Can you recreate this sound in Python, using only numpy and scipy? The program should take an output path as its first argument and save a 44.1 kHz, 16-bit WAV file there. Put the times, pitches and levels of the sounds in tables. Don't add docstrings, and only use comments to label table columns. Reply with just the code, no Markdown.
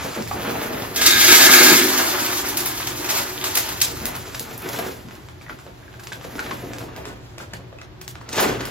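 import sys
import numpy as np
from scipy import signal
from scipy.fft import rfft, irfft, next_fast_len
from scipy.io import wavfile
from scipy.ndimage import uniform_filter1d, minimum_filter1d, map_coordinates

SR = 44100
rng = np.random.default_rng(int(sys.argv[2]) if len(sys.argv) > 2 else 0)


def generate_wav(signal):
    frames = np.transpose(np.atleast_2d(signal))
    scaled = np.clip(frames, -1, 1) * 32767
    pcm = np.round(scaled).astype(np.int16)
    wavfile.write(sys.argv[1], SR, pcm)


def invert_db(x):
    u = np.asarray(x, float) / 20
    return 10 ** u


N = 383669

# f/Hz, level/dB [per Hz]
SLIDE = [(250, -36.5), (500, -5.5), (900, 0), (1600, -0.5), (2500, -5), (4000, -12), (7000, -25)]
# f/Hz, level/dB [per Hz]
FILM = [(900, -29), (2000, -4), (3000, -1.5), (5000, 2.5), (7500, 2), (9500, -12), (11500, -22),
        (14000, -5.5)]
# f/Hz, level/dB [per Hz]
FIZZ = [(5000, -22), (8000, -14), (11000, 12), (13500, 8), (15500, 5), (18000, 2.5)]


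def unit(x):
    return x / np.sqrt(np.mean(x ** 2) + 1e-20)


def along(points, hz):
    f, v = np.transpose(points)
    return np.interp(np.log(hz + 1), np.log(f + 1), v)


def curves(rows):
    s, *cols = np.transpose(rows)
    return [np.interp(np.arange(N) / SR, s, c) for c in cols]


def wobble(rate):
    knots = rng.standard_normal(int(N * 200 / SR) + 4)
    return map_coordinates(knots, [np.arange(N) * min(rate, 200) / SR])


def filtered(x, response):
    m = next_fast_len(N + 8192)
    return irfft(rfft(x, m) * response(np.fft.rfftfreq(m, 1 / SR)), m)[..., :N]


def colour(points):
    return lambda hz: invert_db(along([(0.95, -120)] + list(points) + [(SR / 2, -60)], hz))


def modes(peaks):
    def response(f):
        total = 0
        for k, (c, w, db) in enumerate(peaks):
            total = total + (-1) ** k * invert_db(db) * 1j * f * w / (c * c - f * f + 1j * f * w)
        return total
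    return response


def grains(rate, spread_db, clump_db, smooth):
    when, size, sign = rng.random((3, N))
    hits = (when < rate / SR) * invert_db(-spread_db * np.log(size + 0.022)) * np.sign(sign - .5)
    bed = rng.standard_normal(N)
    clumps = invert_db(clump_db * (0.12 * wobble(20) + 2.06 * wobble(60)))
    return unit(clumps * (unit(hits) + smooth * bed))


def yard():
    # f/Hz, level/dB [per Hz]
    open_air = [(24, -32.5), (40, -4), (117, 5), (294, -5.5), (637, -4), (1190, -8), (1310, -9.5),
                (1730, -9.5), (2110, -13), (3930, -16.5), (7520, -27.5), (11200, -34.5), (15500, -69)]
    # t/s, level/dB
    breeze = [(0.0, -33), (0.14, -48), (0.22, -39), (0.89, -39.5), (1.52, -39), (1.57, -44.5),
              (2.93, -39.5), (3.08, -44.5), (4.07, -37.5), (4.56, -44), (4.7, -42.5), (5.96, -44.5),
              (6.47, -40.5), (8.33, -43), (8.51, -34.5), (8.7, -38)]
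    a, b = filtered(rng.standard_normal((2, N)), colour(open_air))
    # f/Hz, ratio
    likeness = [(40, 3.4), (60, 4.2), (300, 0.3), (700, 1.06), (6000, 0.88), (10000, 0.75),
                (12500, 2.3), (15500, 27)]
    a = filtered(a, lambda hz: along(likeness, hz))
    motor = filtered(rng.standard_normal(N), modes([(119, 7.5, 0)]))
    air = unit(np.array([a + b, a - b])) + invert_db(-4.5) * unit(motor)
    bass = filtered(air, lambda hz: 1 / (1 + (hz / 180) ** 4))
    rumble_db, = curves(breeze)
    air_db = -44 + .6 * wobble(2.7)
    return invert_db(rumble_db - 1.5) * unit(bass) + invert_db(air_db) * (air - bass)


def sack():
    # t/s, effort level/dB, tautness of the film/dB
    hands = [(0, -33.5, -4.5), (.29, -42, -2.5), (.38, -30.5, -9.5), (.56, -29.5, -8.5), (.76, -32.5, -9),
             (.945, -35, -4), (.975, -25.5, -3.5), (1.06, -29.5, -0.5), (1.2, -23.5, 4), (1.3, -18.5, 2.5),
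             (1.7, -14, -1), (1.9, -24.5, 0.5), (2.57, -33, -0.5), (4.5, -42, -4.5), (4.95, -51.5, -5.5),
             (5.25, -59.5, 0), (5.95, -58.5, -3.5), (6.45, -37, -8.5), (7.1, -50, -9.5), (7.3, -57.5, -4),
             (8.25, -70, -11.5)]
    # peak t/s, fading time/s, effort level/dB, tautness/dB
    grips = [(0.051, 0.04, -31.5, -12), (.15, 0.055, -29.5, -5.5), (0.178, 0.062, -29, -14),
             (1.018, 0.073, -28.5, 11.5), (1.063, .035, -16, 6.5), (1.11, .03, -21.5, 7.5),
             (1.246, 0.042, -15, 4), (1.291, .03, -19, 2), (1.326, 0.066, -11.5, 2), (1.355, .05, -16, 0.5),
             (1.408, 0.13, -14, 2), (1.54, 0.041, -10, 0.5), (1.614, 0.059, -13, 0),
             (1.645, 0.042, -21.5, 3), (1.714, 0.045, -21, -3), (1.978, .05, -31.5, 5),
             (3.047, 0.019, -36.5, 8), (3.098, 0.14, -28.5, 2), (3.135, 0.088, -28, -4.5),
             (3.17, 0.23, -28, 1), (3.46, 0.23, -32.5, 1), (3.57, 0.57, -35, 3.5), (3.83, 0.15, -47.5, 14),
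             (4.072, 0.22, -35, -8.5), (4.408, 0.038, -40, -14), (4.511, 0.04, -36.5, -11),
             (4.645, 0.18, -32, -9.5), (4.701, .2, -34, -7.5), (4.75, .2, -31.5, -8),
             (4.791, 0.035, -30.5, -11), (4.83, 0.25, -33.5, -5.5), (4.865, .03, -36, -14),
             (4.887, 0.051, -32.5, -8), (4.92, 0.049, -45, -6), (5.14, 0.22, -46.5, -9),
             (5.5, 0.086, -41, -8), (5.6, .1, -48.5, -6), (5.68, .1, -48.5, -9.5), (5.835, .08, -52.5, -7),
             (5.94, 0.065, -48, -7), (6.13, 0.089, -43.5, -6), (5.42, 0.046, -45, -3),
             (6.25, 0.047, -39.5, -11.5), (6.398, 0.032, -38, -4), (6.64, 0.055, -49, -26.5),
             (6.81, 0.11, -37, -9), (6.979, 0.13, -37.5, -11.5), (7.072, 0.15, -37, -8),
             (7.409, 0.09, -40.5, -5), (7.53, 0.27, -49.5, -9), (7.83, 0.052, -65.5, -9),
             (8.213, 0.034, -41, -5), (8.33, 0.05, -42, 9), (8.383, 0.17, -19.5, -3.5),
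             (8.422, 0.43, -23.5, -10.5)]
    # f/Hz, level/dB [per Hz]
    trapped_air = [(60, -35), (110, -12), (170, -4.5), (280, -1), (450, -2), (800, -9.5), (1500, -26.5)]
    per_taut = np.array([-1.033, 0.28, 1.3, 0.6])[:, None]
    per_effort = np.array([0.78, 0.99, 1.0, .93])[:, None]
    usual_db = -35
    rise, fade_db = 0.37, 25.5
    pour_start_s, pour_end_s, pouring_db = .96, 1.85, -7
    turned_s, turned_db = 6.8, -9.5
    t = np.arange(N) / SR

    def power_of(effort_db, taut_db):
        return invert_db(2 * (usual_db + per_effort * (effort_db - usual_db) + per_taut * taut_db))

    power = power_of(*curves(hands))
    for s, fading, db, taut in grips:
        near = slice(max(round((s - 2 * fading) * SR), 0), round((s + 2 * fading) * SR))
        gone = np.where(t[near] < s, (s - t[near]) / rise, t[near] - s) / max(fading, .01)
        power[:, near] += power_of(db, taut) * invert_db(-2 * fade_db * gone)
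    thud_gain, slide_gain, film_gain, fizz_gain = np.sqrt(power)

    falling = uniform_filter1d(1.0 * (t > pour_start_s) * (t < pour_end_s), size=4000)
    slide_gain = slide_gain * invert_db(pouring_db * falling)
    shade_db = turned_db / (1 + np.exp(-(t - turned_s) / .05))

    thud_grains = grains(300, spread_db=2.0, clump_db=1.4, smooth=1.0)
    thud = unit(filtered(thud_grains, colour(trapped_air)))
    slide_grains = grains(1500, spread_db=0.0, clump_db=.8, smooth=0.63)
    slide = unit(filtered(slide_grains, colour(SLIDE)))
    creases = grains(3000, spread_db=1, clump_db=1.3, smooth=0.92)
    film = unit(filtered(creases, colour(FILM)))
    fizz = unit(filtered(creases, colour(FIZZ)))
    loose_pellets = grains(120, spread_db=2.5, clump_db=4.5, smooth=.1)
    strays = unit(filtered(loose_pellets, colour([(700, -28.5), (1500, -8.0), (3500, 8), (7000, -14.5)])))

    low = invert_db(-10.5) * thud_gain * thud
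    middle = slide_gain * (invert_db(-1.0) * slide + invert_db(-13) * strays)
    high = invert_db(0.1) * film_gain * film + invert_db(shade_db - 5.0) * fizz_gain * fizz
    return low + middle + high


def knocks():
    # t/s, peak level/dB, f/Hz, t60/s
    blows = [(0.312, -17, 794, 0.024), (.312, -19.5, 1150, 0.024), (0.554, -18, 790, 0.019),
             (4.016, -27, 224, 0.029), (5.05, -30, 200.6, 0.026), (5.412, -33, 2300, 0.012),
             (5.464, -33, 1920, 0.02), (5.496, -20, 1380, 0.011), (5.94, -35.5, 1590, 0.016),
             (5.483, -31, 1620, 0.01), (5.589, -35, 1370, .015), (5.826, -41, 1580, 0.018),
             (5.88, -35, 1610, 0.013), (5.995, -35, 1630, .015), (6.007, -37, 1070, .015),
             (6.307, -42, 1810, 0.0099), (6.382, -26, 1380, .015), (6.495, -29, 1708, 0.017),
             (6.711, -35, 1740, 0.012), (6.885, -34, 1130, 0.026), (7.402, -29, 1430, .015),
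             (8.212, -31, 1100, .015), (8.26, -39, 1380, .015), (3.139, -26, 1050, 0.027),
             (3.158, -26, 1470, .03), (4.79, -20.5, 705, 0.021), (3.374, -34, 340, 0.028),
             (5.665, -26.5, 530, 0.011), (6.119, -21.5, 1620, 0.014), (6.356, -24, 292, 0.024),
             (6.392, -17.5, 1500, 0.017), (6.509, -31, 1076, 0.098), (6.67, -30, 316, 0.057),
             (7.078, -32, 277, 0.019), (7.379, -30, 700, 0.015), (7.535, -38, 205, 0.07),
             (7.534, -25, 1700, 0.016), (7.536, -32, 2320, 0.014), (7.727, -32.5, 576, 0.024),
             (7.786, -34, 2580, 0.019), (7.816, -37, 2030, 0.019), (8.152, -33, 1500, 0.008),
             (8.383, -22, 494, 0.053), (8.491, -32, 453, 0.05)]
    slump_s, slump_db, slump_t60 = .162, -28, 0.45
    slump_hz, sink_s = 300, .028
    out, cracks, t = np.zeros(N + SR), np.zeros(N + SR), np.arange(SR // 4) / SR
    for s, db, hz, t60 in blows:
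        at = slice(round(s * SR), round(s * SR) + len(t))
        turns = 2 * np.pi * hz * (t - (hz < 350) * 3 * t * t)
        note = np.sin(turns) + 0.21 * np.sin(1.3 * turns)
        out[at] += invert_db(db + 5.0 - 60 * t / t60) * (1 - np.exp(-t / 0.0013)) * note
        cracks[at] += (hz > 350) * invert_db(db + 0.5 - 60 * t / 0.032) * rng.standard_normal(len(t))
    turns = 2 * np.pi * np.cumsum(100 + slump_hz * np.exp(-t / sink_s)) / SR
    swell = invert_db(slump_db - 60 * t / slump_t60) * (1 - np.exp(-t / 0.0067))
    out[round(slump_s * SR):][:len(t)] += swell * np.sin(turns)
    return out[:N] + filtered(cracks[:N], colour(SLIDE))


def snaps():
    # t/s, peak level/dB, low part/dB, high part/dB
    ticks = [(0.2216, -21, -30, -19), (0.2732, -26, -8, -5), (0.8201, -23, -11, -28.5),
             (3.8165, -16.5, -35, 4), (4.0532, -13.5, -21, -2.5), (4.1626, -26, -17, -14),
             (4.3935, -15.5, -31, -6), (4.576, -36, -19, 9.5), (5.0836, -37, -4, -21),
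             (5.1078, -41, 4, -22), (5.15, -37.5, -8, -27.5), (5.2844, -39, 2, -38),
             (5.5855, -38.5, -7, -25), (6.069, -23, -12, -25), (6.122, -23.5, -13, -41.5),
             (6.2102, -43, 7, -11), (6.352, -37.5, 4, -18), (6.391, -23, -6, -41.5), (6.462, -33, 2, -28),
             (6.7321, -25.5, -6, -33), (6.782, -26, -9, -9.5), (6.961, -28.5, -12, -11.5),
             (7.0522, -26.5, -4.5, -28.5), (7.38, -27, -7, -20.5), (7.534, -23, -14, -19.5),
             (7.784, -42, -1.5, -33), (7.813, -32.5, -3, -45), (8.152, -36, 2, -30), (8.313, -31, -12, -25),
             (6.033, -32.5, -12, -19), (5.663, -43, -6.5, -25), (8.012, -23.5, -17.5, -16),
             (8.0767, -19.5, -21, -11.5), (8.2887, -19.5, -21, -54), (8.412, -31.5, -13, -12.5),
             (8.6514, -19, -15, -9.5)]
    # t/s, peak level/dB, low part/dB, high part/dB
    folds = [(0.96, -5.5, -43, -14), (1.0138, -6.5, -12, -12.5), (2.485, -13, -34, -6), (2.57, -6, -28, -7),
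             (2.6054, -13.5, -30, -8.5), (2.657, -16.5, -9, 2.5), (2.8, -24, 1.5, -9),
             (2.8698, -8.5, -27, -16.5), (3.042, -37.5, 13.5, -20.5), (3.089, -11, -15, -21.5),
             (3.4393, -8.5, -12.5, -15.5), (3.552, -5, -24, -7), (3.5709, -3.5, -18, -7),
             (3.687, -13.5, -13, -11), (3.8012, -13, -34, -14), (3.814, 3, -41, -19),
             (4.151, -23.5, -4, 1.5), (4.345, -18.5, -9, -10), (4.6184, -30, -24, -0.5),
             (4.6872, -18.5, -16, -7), (4.7294, -20.5, -19, -7), (4.786, -22, -3, -3),
             (5.995, -31, -17, -10), (6.0354, -32, -12, -3), (6.2422, -30, -5, -23),
             (6.5082, -27.5, 4, -33), (8.355, -15, -30, -14), (8.3994, -19, -13, 8),
             (8.6049, -21.5, -4, -17), (8.67, -27.5, -5, -16)]
    parts, t = np.zeros((3, N + SR)), np.arange(SR // 8) / SR

    def add(s, db, low_db, high_db, shape):
        tones = rfft(rng.standard_normal(len(t)) * shape)
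        even = irfft(tones / (abs(tones) + .15 * abs(tones).mean()), len(t))
        even = even * np.clip(8 * shape / shape.max(), 0, 1)
        burst = even * np.linalg.norm(shape) / np.linalg.norm(even)
        gains = invert_db(np.array([[db + low_db + 17.0], [db + 0.5], [db + high_db + .1]]))
        parts[:, round(s * SR):][:, :len(t)] += gains * burst

    rise_s, echo_s = 0.0029, .0023
    for fold in folds:
        add(*fold, 0.29 * t / rise_s * np.exp(1 - t / rise_s))
    for tick in ticks:
        crack = 0.33 * invert_db(-60 * t / 0.0018)
        off_tiles = 0.89 * (t > echo_s) * invert_db(-60 * (t - echo_s) / 0.0093)
        add(*tick, crack + off_tiles)
    return sum(filtered(p[:N], colour(c)) for p, c in zip(parts, (SLIDE, FILM, FIZZ)))


def stream():
    # t/s, level/dB
    flow = [(.945, -68), (.965, -47.5), (1.02, -38), (1.065, -31), (1.2, -32), (1.28, -30), (1.308, -24),
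            (1.35, -24.5), (1.385, -34.5), (1.41, -22), (1.47, -28.5), (1.53, -25), (1.62, -22),
            (1.73, -23.5), (1.85, -26), (2.4, -36), (3.4, -39.5), (4.5, -52.5)]
    wall_hz = [1250, 1387, 1459, 1619, 1702, 1754, 1796, 2075, 2149, 2240, 2461, 2693, 3280, 3750, 4690]
    # width/Hz, level/dB
    wall_notes = [(14, 1), (20, -3), (14, 0), (18, 8), (22, 4), (14, 4), (18, 1), (25, 1), (18, 5), (28, 2),
                  (20, 1), (28, 0), (80, -6), (150, -4), (70, -4)]
    # f/Hz, width/Hz, level/dB
    dull = (1900, 600, -11)
    # f/Hz, width/Hz, level/dB
    hollow = [
        (255, 8, 0),
        (305, 36, 3),
        (362, 34, 5),
        (404, 20, 0),
    ]
    # f/Hz, width/Hz, level/dB
    plate = [
        (1619, 24, 7),
        (2230, 40, -4),
        (3410, 140, 3),
        (3680, 150, 3),
    ]
    walls_db, buried_s, bury_s, buried_db = 11, 1.91, 0.12, -33
    bottom_db, covered_s, cover_db_per_s = 11, 1.14, 55
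    stiffens_s = 1.04

    blows = grains(2500, spread_db=7.0, clump_db=1.0, smooth=0.35)
    t, (boom_db,) = np.arange(N) / SR, curves(flow)
    drum_db = boom_db + walls_db + buried_db / (1 + np.exp(-(t - buried_s) / bury_s))
    ping_db = boom_db + bottom_db - cover_db_per_s * np.maximum(t - covered_s, 0)

    loaded = 1 / (1 + np.exp(-(t - stiffens_s) / 0.014))
    below = np.roll(blows, SR)
    bare_ping = filtered(below, modes(plate[:3]))
    loaded_ping = filtered(below, modes(plate[:2] + plate[3:]))
    ping = (1 - loaded) * bare_ping + loaded * loaded_ping

    empty = 1 / (1 + np.exp((t - 2.3) / 0.11))
    deepest = unit(filtered(blows, modes(hollow[:1])))
    boom = unit(filtered(blows, modes(hollow[1:]))) + 0.48 * empty * deepest

    walls = [(hz, *note) for hz, note in zip(wall_hz, wall_notes)] + [dull]
    drum = unit(filtered(blows, modes(walls)))
    return invert_db(drum_db) * drum + invert_db(boom_db - 1.0) * boom + invert_db(ping_db) * unit(ping)


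def ports(x):
    # t/s, lag [samples]
    trail = [(0, 1.5), (.9, 3), (3.8, 3), (4.6, .5), (5.6, 1.5), (6.8, 1), (7.1, -5), (7.8, -4.5),
             (8.1, -2), (8.7, -2)]
    lag, = curves(trail)
    return np.array([map_coordinates(x, [np.arange(N) - side * lag / 2], order=3) for side in (1, -1)])


def porch(x, count=4):
    # f/Hz, t60/s
    ringing = [(150, 0.7), (1000, 0.16), (4000, 0.26), (12000, 0.19)]
    hz, t, z = signal.stft(rng.standard_normal((count, 2, SR // 2)), SR, nperseg=256)
    # f/Hz, ratio
    width = [(200, .35), (450, 0.57), (700, 2.15), (7000, 0.13), (9000, 4.5), (12500, 0.31)]
    z[:, 1] *= along(width, hz)[:, None]
    far_wall = 1.0 + 0.63 * np.exp(-((t - .028) / 0.0048) ** 2)
    decay = invert_db(-60 * t / along(ringing, hz)[:, None])
    tails = signal.istft(z * far_wall * decay, SR, nperseg=256)[1]
    tails = np.stack([tails[:, 0] + tails[:, 1], tails[:, 0] - tails[:, 1]], axis=1)
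    turn = np.arange(N) / SR / .12
    out = 0
    for k, tail in enumerate(tails):
        distance = abs((turn - k + count / 2) % count - count / 2)
        share = np.cos(np.pi / 2 * np.clip(distance, 0, 1))
        late = np.pad(x * share, (150, 0))[None]
        out = out + signal.oaconvolve(late, tail / np.linalg.norm(tail[0]), axes=1)[:, :N]
    return out


def scene():
    bulk, steel, single = sack(), stream(), snaps() + knocks()
    direct = invert_db(0.5) * ports(bulk + steel + single)
    echo = porch(invert_db(-0.5) * bulk + invert_db(-5.0) * steel + invert_db(1.5) * single)
    return direct + echo + yard()


def narrowed_treble(x):
    dropped = (7886, 10210, 12360)
    hz, _, whole = signal.stft(np.array([x[0] + x[1], x[0] - x[1]]) / 2, SR, nperseg=2048)
    whole = whole * (hz[:, None] < 15850)
    band = hz[:, None] + 340 * rng.integers(-1, 2, (3, 1, whole.shape[-1]))
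    weak = whole * [(band[0] > dropped[0]) & (band[1] < dropped[1]), band[2] > dropped[2]]

    treble = np.abs(signal.stft(np.diff(x[0], 2, prepend=[0, 0]), nperseg=256)[2]).sum(0)
    attack = np.pad(treble[2:] / (treble[:-2] + 1e-9), (2, 0)) > 3.8
    after = -minimum_filter1d(-1.0 * attack, size=17, origin=6)
    kept = after * (treble > -.42 * minimum_filter1d(-treble, size=25))
    kept = np.interp(np.arange(N), 128 * np.arange(len(kept)), kept)

    whole, weak = (signal.istft(z, SR, nperseg=2048)[1][:, :N] for z in (whole, weak))
    mid, side = whole - (1 - kept) * weak
    return np.array([mid + side, mid - side])


def top_cut(x):
    return signal.sosfilt(signal.butter(12, 15790, fs=SR, output="sos"), x)


def record(dry):
    mix = np.clip(narrowed_treble(dry), -1, 1)
    return top_cut(mix)


dry = scene()
out = record(dry)
generate_wav(out)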